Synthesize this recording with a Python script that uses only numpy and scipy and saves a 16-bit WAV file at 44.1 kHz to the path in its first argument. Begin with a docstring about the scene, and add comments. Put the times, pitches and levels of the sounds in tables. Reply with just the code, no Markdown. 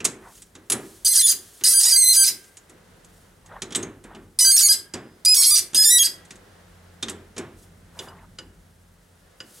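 """A small, humming workshop: a threading die, gripped in locking pliers, is turned dry onto a chucked brass rod.
In five strokes the edges stick and slip: scattered slips rasp, and between them partials of one pitch sing.
The pitches bend with the hand's push. Struck steel is a decaying noise crack plus a boom of the lathe's casing;
the chuck key rings in decaying sines. Swells of coloured noise make glove and sleeve; air and a motor lie below."""
import sys
import numpy as np
from scipy import signal
from scipy.fft import rfft, irfft, next_fast_len
from scipy.io import wavfile
from scipy.ndimage import uniform_filter1d, map_coordinates

SR = 44100
rng = np.random.default_rng(int(sys.argv[2]) if len(sys.argv) > 2 else 0)


def store_wav(level_fs):
    """Save 16-bit WAV to argv[1]."""
    pcm = np.round(np.clip(np.atleast_2d(level_fs), -1, 1) * 32767)
    wavfile.write(sys.argv[1], SR, pcm.T.astype(np.int16))


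N = 423360  # samples, 9.6 s

# Locked slips that sing: start_s, end_s, pitch_hz at the middle, sag_share at both ends (negative rises),
# level_db, tilt_db_per_octave, favoured_mode_hz
LOCKED_TONES = [(1.083, 1.131, 2076, 0.0033, -17, 5, 8770), (1.177, 1.193, 1590, -0.014, -16, 1.5, 10700),
                (1.194, 1.211, 2055, -0.0038, -15.5, 0.5, 8430),
                (1.223, 1.265, 3487, .014, -17.5, -4.5, 10450),
                (1.684, 1.734, 659.6, -0.019, -15, 3.5, 9100), (1.737, 1.8, 1589, 0.0075, -14, 2.5, 9630),
                (1.865, 1.882, 970, 0, -17, -1.5, 10120), (1.922, 1.971, 1588, 0.0069, -14, 2, 4800),
                (1.961, 2.047, 2120, 0.047, -15.5, 1, 8470), (2.04, 2.1, 2046, -0.00013, -15.5, 3, 4084),
                (2.083, 2.133, 2082, 0.016, -14.5, 2.5, 4090), (2.166, 2.24, 1584, .002, -10, 0.5, 9500),
                (4.408, 4.467, 994.4, -0.008, -13, 1, 6000), (4.448, 4.515, 1568, -0.02, -11.5, 1, 4760),
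                (4.517, 4.565, 2162, -0.0084, -13, 4, 8574), (4.627, 4.67, 2267, .008, -14.5, 1.5, 6785),
                (4.65, 4.684, 2139, -0.01, -16, 0.2, 10350), (4.693, 4.72, 1603, -0.04, -5.5, 2.45, 4790),
                (5.261, 5.282, 2431, -0.0072, -11, -3.5, 4924), (5.283, 5.344, 2522, .005, -9.5, -3, 5240),
                (5.349, 5.359, 1600, 0.0083, -16, 9, 4800), (5.369, 5.418, 1100, -0.023, -14.5, 2, 5505),
                (5.465, 5.506, 1105, -0.0059, -15, 3.2, 11120), (5.51, 5.549, 1197, -0.013, -14.5, 1, 4853),
                (5.777, 5.829, 1688, -.003, -13, 0.5, 5070), (5.848, 5.916, 1775, -0.019, -10, 1.5, 7300),
                (5.904, 5.984, 1947, .002, -13, -2.5, 9920), (5.991, 6.03, 3296, 0.0016, -12, -3.5, 3325)]
# Strokes of the hand: start_s, end_s, slip_rate_hz at the ends, slip_rate_hz at full push,
# level_db, tilt_db_per_octave
HAND_STROKES = [(1.048, 1.325, 1560, 1845, -16.5, -0.5), (1.638, 2.296, 1012, 944.7, -16.5, -1),
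                (4.389, 4.743, 1031, 1727, -15.5, -1.5), (5.25, 5.596, 1192, 1095, -15, -3),
                (5.746, 6.07, 1644, 1687, -17, -3)]
PUSH_BEND = .02  # share by which a lock's pitch rises from no push to full push
DROOP, DROOP_S = .01, 0.0045  # a lock's pitch droops just before it breaks: share, time constant
# How die, rod and pliers radiate: freq_hz, gain_db
TOOL_RESPONSE = [(200, -53), (450, -43), (900, -28), (1500, -24.5), (2000, -15.5), (2800, -17), (3300, -16),
                 (4300, -6), (4900, -5.5), (5600, -7), (7400, -7.5), (9300, -3.5), (12000, -12.5),
                 (14300, -14), (16000, -28.5)]
# Narrow peaks and notches of the tool: centre_hz, half_width_hz, lift_db
TOOL_MODES = [(1240, 40, 8.5), (1580, 72, 8.5), (2040, 53, 0.5), (2310, 270, -8.5), (3740, 53, -3.5),
              (4812, 63, 5), (4967, 120, 5), (6360, 100, 4.5), (7450, 150, -3.5), (7770, 170, 4),
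              (8880, 410, 3.5), (9400, 180, 3), (11030, 420, 5.5)]

# Knocks of pliers, die and key: start_s, crack_db before crack_db trim, mode_hz, mode_lift_db,
# jolt_db of the lathe before jolt_db trim
KNOCKS = [(.003, -22.5, 2600, 13.5, -24), (.044, -11.5, 8150, 5.5, -33.5), (.049, 0.5, 6790, 4, -20),
          (.419, -28, 8000, 2, -67.5), (.551, -29.5, 3670, 5, -33.5), (.699, -4, 10900, 11, -21),
          (.719, -1, 10550, 12.5, -18), (.727, -14, 8450, 7.5, -20.5), (1.61, -29.5, 1470, 9.5, -32.5),
          (2.569, -26, 6870, 11, -49), (2.695, -35.5, 8330, 0, -36.5), (3.619, -14, 3880, 1.5, -24.5),
          (3.706, -29.5, 3200, 8, -27), (3.722, -19.5, 3400, 13, -41), (3.748, -8.5, 3560, 10, -35),
          (3.756, -5, 8150, 14, -17), (3.827, -18.5, 6480, 13.5, -22.5), (4.039, -34.5, 6520, -5, -30),
          (4.148, -33, 3040, 11.5, -29.5), (4.937, -15.5, 4870, 13, -19), (5.732, -25.5, 4370, 3.5, -25.5),
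          (6.306, -24.5, 3170, -3, -35), (7.026, -9, 3630, 17.5, -23), (7.083, -17, 2200, -5, -23),
          (7.095, -15, 7900, 8, -37), (7.364, -26.5, 1490, -11, -22.5), (7.379, -17, 5460, 3, -20),
          (7.99, -19, 3420, 15, -27), (8.385, -24, 1390, 5.5, -33), (9.403, -26, 1500, 13, -35.5)]
# The knock that ends every stroke: the columns of KNOCKS without start_s
STROKE_END_KNOCK = (-20, 5006, 2, -33.5)
# Faint play in the pliers' joints: the same columns as STROKE_END_KNOCK
JOINT_TICK = (-36, 6500, 3.5, -50)
# When the joints tick: start_s
JOINT_TICK_TIMES = [.352, .377, 2.44, 3.045, 3.46, 6.25, 6.355]
EDGE_HZ, EDGE_PER_MODE = 4100, 0.59  # a higher mode keeps more treble: edge = 4100 Hz + 0.59 * mode
# Colour of struck steel: freq_hz, level_db
STEEL_COLOUR = [(200, -18), (600, -16), (1500, -8), (3500, -4.5), (5000, -7), (7000, 2.5), (10000, 3.5),
                (16000, -11.5)]
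# Colour of the jolted lathe: freq_hz, level_db
CASING_COLOUR = [(29, -53.5), (50, -22), (65, -22), (97, -7), (162, -9), (229, -3), (265, -5.5), (383, 0),
                 (468, -10.5), (688, -15.5), (768, -16), (1750, -16), (2110, -19.5), (4000, -31),
                 (5200, -57), (8800, -120)]
# The chuck key shifts in its socket: start_s, level_db, shank_db relative to that level
KEY_SHIFTS = [(4.939, -42.5, -14), (7.99, -35, -44.5), (8.085, -46, -40), (8.387, -35, -42),
              (9.403, -37.5, -44)]
# Ringing modes of the key's bar: freq_hz, level_db, t60_s
KEY_MODES = [(519, -10.5, .25), (1466, -11, 0.13), (2926, 3, 0.061), (4907, 3.5, 0.042),
             (7300, -7.5, 0.057), (10060, -14.5, 0.047)]

# Glove rubbing on the handle: peak_s, level_db, spread_s
GLOVE_RUBS = [(.26, -49.5, 0.043), (1.87, -50, 0.05), (2.19, -56, 0.045), (3.543, -44.5, 0.044),
              (4.13, -46.5, 0.029), (8.003, -45, 0.033), (8.1, -45.5, 0.021), (8.194, -48.5, 0.038)]
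# Colour of the glove: freq_hz, level_db
GLOVE_COLOUR = [(240, -47), (400, -6.5), (943, 1), (1350, -4), (1870, -7.5), (2290, -19), (4000, -25),
                (5200, -65), (8800, -120)]
# The sleeve swishes as the arm swings: peak_s, level_db, spread_s
SLEEVE_SWISHES = [(.35, -55.5, 0.06), (.9, -53.5, 0.1), (1.5, -53, 0.15), (2.38, -57, 0.11),
                  (3.17, -68, .08), (7.62, -60, 0.029), (8.03, -55, 0.04), (9.58, -53.5, 0.077)]
SLEEVE_REST_DB = -68  # its faint sliding underneath
# Colour of the sleeve's cloth: freq_hz, level_db
CLOTH_COLOUR = [(1180, -46), (2000, -22), (3280, -11), (3710, -12), (4570, -11), (9830, -7), (16000, -18.5)]

# Workshop air over time: time_s, rumble_db, wash_db
AIR_LEVELS = [(0, -59, -67), (1.2, -61, -61), (2.5, -66.5, -62.5), (2.9, -57, -58), (4.2, -53.5, -66),
              (4.6, -63, -65), (6.2, -58, -55.5), (8.4, -53, -63), (8.9, -61, -64.5), (9.5, -63, -59.5)]
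# Colour of the rumble: freq_hz, level_db
RUMBLE_COLOUR = [(15, -43.5), (30, -17.5), (40, 1.5), (52, 0.5), (66, -21), (90, 0), (120, -9.5), (175, -4),
                 (250, -14), (400, -21), (700, -61)]
# Colour of the wash: freq_hz, level_db
WASH_COLOUR = [(150, -33.5), (250, -12.5), (319, -10), (444, -5), (501, -6), (662, -9), (1060, -13),
               (1500, -11.5), (2050, -14.5), (2280, -19.5), (3120, -19.5), (9010, -28.5), (16000, -39)]
# A distant motor over time: time_s, level_db
MOTOR_LEVELS = [(0, -71), (6, -64), (7, -53), (9.2, -62.5), (9.6, -78)]
# Decay of the workshop's tail: freq_hz, t60_s
ROOM_DECAY = [(200, 0.32), (1500, 1), (4000, 0.29), (8000, 0.14), (15000, 0.073)]

# Stereo lean of the tool: freq_hz, left_minus_right_db
STEREO_LEAN = [(200, -0.2), (1300, -1.1), (2400, -1), (4400, -2), (8100, -2.4), (15000, 1)]
# Stereo timing of the tool: freq_hz, left_lead_radians (negative: left is later)
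STEREO_LEAD = [(100, -.03), (520, -.25), (2000, -0.72), (4800, -0.58), (6600, -.1), (8500, -.07),
               (11000, -0.036)]
HISS_DB = -76  # the microphone's steady hiss
# Colour of the hiss: freq_hz, level_db
HISS_COLOUR = [(300, -6), (3000, 0), (16000, 0)]
TOP_HZ = 16000  # nothing is kept from here up


def squeal(sway=0.0005, waver=0.0023, lift_db=7, mode_width_hz=350, flutter_db=1.15,
           rise=.004, release_t60=.035, size=8192):
    """Locked slips sing, bending with the push; also returns how firmly the locks hold, 0-1."""
    out, held, t = np.zeros(N), np.zeros(N), np.arange(size) / SR
    for start, end, hz, sag, db, tilt_db, mode_hz in LOCKED_TONES:
        length = end - start
        arch = (2 * np.minimum(t / length, 1) - 1) ** 2  # 1 at both ends, 0 in the middle
        bend = PUSH_BEND * (push(start + t) - push((start + end) / 2)) - sag * arch
        bend -= DROOP * np.exp(np.minimum(t - length, 0) / DROOP_S)
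        unsteady = sway * wobble(31, size) + waver * wobble(160, size)
        cycle = slip_cycle(hz * (1 + bend + unsteady))
        tone = filtered(cycle, lambda f: radiated(f, tilt_db) * amp(lift_db * bump(f, mode_hz, mode_width_hz)))
        tone = unit(torn(tone, patchy_db=3.0))
        swell = gate(t, length, rise, release_t60)
        level = amp(db + flutter_db * wobble(60, size))
        add(out, start - rise / 2, level * swell * tone)
        add(held, start - rise / 2, swell ** 2)
    return out, np.minimum(held, 1)


def rasp(held, rough=0.62, stumble=.014, wander=.012, cut_hz=1700, cycle_cut_hz=2300, under_lock_db=-21,
         ease_db=3, ease_s=0.0078, flutter_db=0.9, rise=.002, release_t60=0.037, size=36000):
    """A stumbling stick-slip cycle mixes with edges letting go at scattered times; locks push it down."""
    out, t = np.zeros(N), np.arange(size) / SR
    for start, end, ends_hz, full_hz, db, tilt_db in HAND_STROKES:
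        length = end - start
        rate = ends_hz + (full_hz - ends_hz) * push(np.minimum(start + t, end)) ** 2
        cycle = slip_cycle(rate * (1 + stumble * wobble(160, size) + wander * wobble(25, size)))
        cycle = filtered(cycle, lambda f: radiated(f, tilt_db) * (f / np.hypot(f, cycle_cut_hz)) ** 2)
        # on average six scattered slips per cycle
        slips = (rng.random(size) < 6 * rate / SR) * rng.uniform(0.26, 1, size)
        slips = slips - slips.mean()
        slips = filtered(slips, lambda f: radiated(f, tilt_db) * (f / np.hypot(f, cut_hz)) ** 2)
        cycle = unit(torn(cycle, patchy_db=6.5))
        slips = unit(torn(slips, patchy_db=5.5))
        mix = np.sqrt(1 - rough) * cycle + np.sqrt(rough) * slips
        ease = ease_db * np.exp(np.minimum(t - length, 0) / ease_s)  # softens as the stroke ends
        level = amp(db + flutter_db * wobble(90, size) - ease)
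        add(out, start - rise / 2, level * gate(t, length, rise, release_t60) * mix)
    return out * np.sqrt(1 - held + held * amp(under_lock_db) ** 2)


def push(t):
    """The hand's push arches from 0 to 1 and back over each stroke."""
    return sum(np.sin(np.pi * np.clip((t - start) / (end - start), 0, 1)) for start, end, *_ in HAND_STROKES)


def slip_cycle(pitch):
    """Stick-slip repeats as equally strong partials up to the band's top, in random phases."""
    k = np.arange(1, int(SR / 2 / pitch.max()) + 1)[:, None]
    turns = k * np.cumsum(pitch) / SR + rng.random(k.shape)
    return np.sin(2 * np.pi * turns).sum(0)


def radiated(hz, tilt_db):
    """Die, rod and pliers radiate through their modes, with the treble tilted around 7 kHz."""
    modes = sum(peak * bump(hz, centre, width) for centre, width, peak in TOOL_MODES)
    tilt = tilt_db * np.log2(np.maximum(hz, 3000) / 7000)
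    return amp(along(TOOL_RESPONSE, hz) + modes + tilt)


def torn(x, patchy_db):
    """Energy hops between neighbouring bands within milliseconds."""
    z = signal.stft(x, nperseg=256)[2]
    field = uniform_filter1d(rng.standard_normal(z.shape), size=3, axis=0)  # across bands
    field = unit(uniform_filter1d(field, size=4, axis=1))  # across time
    return signal.istft(z * amp(patchy_db * field), nperseg=256)[1][:len(x)]


def clacks(crack_t60=0.061, crack_db=-10, rise=0.0013, mode_width_hz=260,
           jolt_db=-13, jolt_t60=0.53, jolt_rise=0.0037):
    """Steel strikes steel: a crack that favours one mode of the pliers, then the lathe's casing booms."""
    steel, boom, t = np.zeros(N), np.zeros(N), np.arange(SR // 2) / SR
    stops = [(end, *STROKE_END_KNOCK) for start, end, *_ in HAND_STROKES]
    ticks = [(s, *JOINT_TICK) for s in JOINT_TICK_TIMES]
    for s, db, mode_hz, lift_db, lathe_db in list(KNOCKS) + stops + ticks:
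        edge_hz = EDGE_HZ + EDGE_PER_MODE * mode_hz
        colour = lambda hz: amp(lift_db * bump(hz, mode_hz, mode_width_hz)) / np.sqrt(1 + (hz / edge_hz) ** 8)
        crack = unit(filtered(noise(STEEL_COLOUR, len(t)), colour))
        add(steel, s, amp(db + crack_db - 60 * t / crack_t60) * (1 - np.exp(-t / rise)) * crack)
        # the casing's high modes die sooner than its low ones
        casing = noise(CASING_COLOUR, len(t))
        low = filtered(casing, lambda hz: 1 / (1 + (hz / 900) ** 4))
        casing = low + (casing - low) * amp(-60 * t / 1.9)
        add(boom, s, amp(lathe_db + jolt_db - 60 * t / jolt_t60) * (1 - np.exp(-t / jolt_rise)) * casing)
    return steel, boom


def chuck_key(rise=.0005, shank_hz=4990, shank_t60=0.99):
    """The key's bar rings briefly in decaying modes; its shank sings on for longer."""
    out, t = np.zeros(N), np.arange(SR // 2) / SR
    for s, db, shank_db in KEY_SHIFTS:
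        ring = np.zeros(len(t))
        for hz, level_db, t60 in list(KEY_MODES) + [(shank_hz, shank_db, shank_t60)]:
            decay = amp(level_db + rng.normal(0, 1) - 60 * t / t60)
            ring += decay * np.sin(2 * np.pi * hz * t)
        add(out, s, amp(db) * (1 - np.exp(-t / rise)) * ring)
    return out


def handling(crease_db=1.0, grab_db=2.5):
    """The glove grabs and slides on the handle, and the sleeve moves with the arm: fluttering noise."""
    glove = unit(torn(noise(GLOVE_COLOUR, N), patchy_db=4) * amp(grab_db * wobble(110, N)))
    sleeve = amp(crease_db * wobble(64, N)) * wide(CLOTH_COLOUR, side_db=-13.5)
    sleeve_level = amp(SLEEVE_REST_DB) + swells(SLEEVE_SWISHES)
    return swells(GLOVE_RUBS) * glove + sleeve_level * sleeve


def workshop(hum_hz=87, octave_db=-6):
    """Low rumble, a soft wash of air and a distant motor's hum, its pitch unsteady."""
    rumble_db, wash_db = curves(AIR_LEVELS)
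    turn = 2 * np.pi * np.cumsum(hum_hz * (1 + 0.033 * wobble(2.1, N))) / SR
    hum = amp(curves(MOTOR_LEVELS)[0]) * unit(np.sin(turn) + amp(octave_db) * np.sin(2 * turn))
    rumble = amp(rumble_db) * wide(RUMBLE_COLOUR, side_db=-16.5)
    drift_db = .6 * wobble(12, N)
    wash = amp(wash_db + drift_db) * wide(WASH_COLOUR, side_db=-3.5)
    return hum + rumble + wash


def room(x, near_db=-14, near_t60=0.23, far_db=-21, side_db=-3):
    """Quick reflections off the lathe and the workshop's tail, both as decaying noise."""
    hz, t, z = signal.stft(rng.standard_normal((2, SR // 2)), SR, nperseg=256)
    far = signal.istft(z * amp(-60 * t / along(ROOM_DECAY, hz)[:, None]), SR, nperseg=256)[1]
    near = rng.standard_normal(far.shape) * amp(-60 * np.arange(far.shape[1]) / SR / near_t60)
    tail = amp(near_db) * near / np.linalg.norm(near[0]) + amp(far_db) * far / np.linalg.norm(far[0])
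    delayed = np.pad(x, (80, 0))  # samples, about 2 ms
    mid, side = signal.fftconvolve(delayed[None], tail, axes=1)[:, :N]
    side = filtered(side, lambda hz: amp(along([(5000, -2.0), (12000, -6)], hz)))
    return mid + amp(side_db) * side * np.array([[1], [-1]])


def amp(db):
    """Decibels to gain."""
    return 10 ** (np.asarray(db) / 20)


def unit(x):
    """Scale to rms 1."""
    return x / np.sqrt(np.mean(x ** 2) + 1e-20)


def along(points, hz):
    """Read (freq_hz, value) points on a log frequency axis."""
    f, v = np.transpose(points)
    return np.interp(np.log(hz + 1), np.log(f + 1), v)


def curves(rows):
    """One value per sample for each column after the time."""
    s, *cols = np.transpose(rows)
    return [np.interp(np.arange(N) / SR, s, c) for c in cols]


def wobble(rate, size):
    """A smooth random curve, rate knots a second."""
    return map_coordinates(rng.standard_normal(8192), [np.arange(size) * rate / SR], mode="wrap")


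def filtered(x, gain):
    """Shape x by a gain that depends on frequency."""
    n = x.shape[-1]
    m = next_fast_len(n + 4096)
    return irfft(rfft(x, m) * gain(np.fft.rfftfreq(m, 1 / SR)), m)[..., :n]


def bump(hz, centre_hz, width_hz):
    """A resonance's shape, 1 at its centre and half at width_hz away."""
    return 1 / (1 + ((hz - centre_hz) / width_hz) ** 2)


def noise(spectrum, size):
    """Coloured noise of rms 1."""
    return unit(filtered(rng.standard_normal(size), lambda hz: amp(along(spectrum, hz))))


def wide(spectrum, side_db):
    """Stereo noise with a weaker side part."""
    return noise(spectrum, N) + amp(side_db) * noise(spectrum, N) * np.array([[1], [-1]])


def gate(t, length, rise, release_t60):
    """Attack, hold and release."""
    return np.clip(t / rise, 0, 1) * amp(-60 * np.maximum(t - length, 0) / release_t60)


def swells(rows):
    """One smooth rise and fall for each peak_s, level_db, spread_s row."""
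    t = np.arange(N) / SR
    return sum(amp(db) * np.exp(-((t - s) / spread) ** 2 / 2) for s, db, spread in rows)


def add(track, s, x):
    """Mix x into the track at time s."""
    i = max(0, round(s * SR))
    track[i:i + len(x)] += x[:max(0, len(track) - i)]


def scene(tone_room_db=-2, rasp_room_db=6.0, knock_room_db=0):
    """The tool sits close by; its middle treble reaches the right side louder and sooner."""
    steel, boom = clacks()
    tones, held = squeal()
    rasping = rasp(held)
    knocks = steel + chuck_key()

    def sides(hz):
        """Half the lean and lead goes to the left, the inverse half to the right."""
        left_over_right = amp(along(STEREO_LEAN, hz)) * np.exp(1j * along(STEREO_LEAD, hz))
        return left_over_right ** np.array([[.5], [-.5]])

    echo = room(amp(tone_room_db) * tones + amp(rasp_room_db) * rasping + amp(knock_room_db) * knocks)
    direct = filtered(tones + rasping + knocks + boom, sides)
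    hiss = amp(HISS_DB) * wide(HISS_COLOUR, side_db=-14.5)
    return direct + echo + handling() + workshop() + hiss


def record(dry, drive_db=.5, limit_db=-12, top=0.86):
    """A limiter evens out loud stretches, peaks are rounded off, and the band ends at TOP_HZ."""
    loud = dry * amp(drive_db)
    power = np.abs(uniform_filter1d(np.mean(loud ** 2, axis=0), size=441))  # over 10 ms
    limited = loud / (1 + (power / amp(limit_db) ** 2) ** 4) ** (1 / 8)
    rounded = limited / (1 + (limited / top) ** 4) ** (1 / 4)
    return filtered(rounded, lambda hz: hz < TOP_HZ)


dry = scene()
out = record(dry)
store_wav(out)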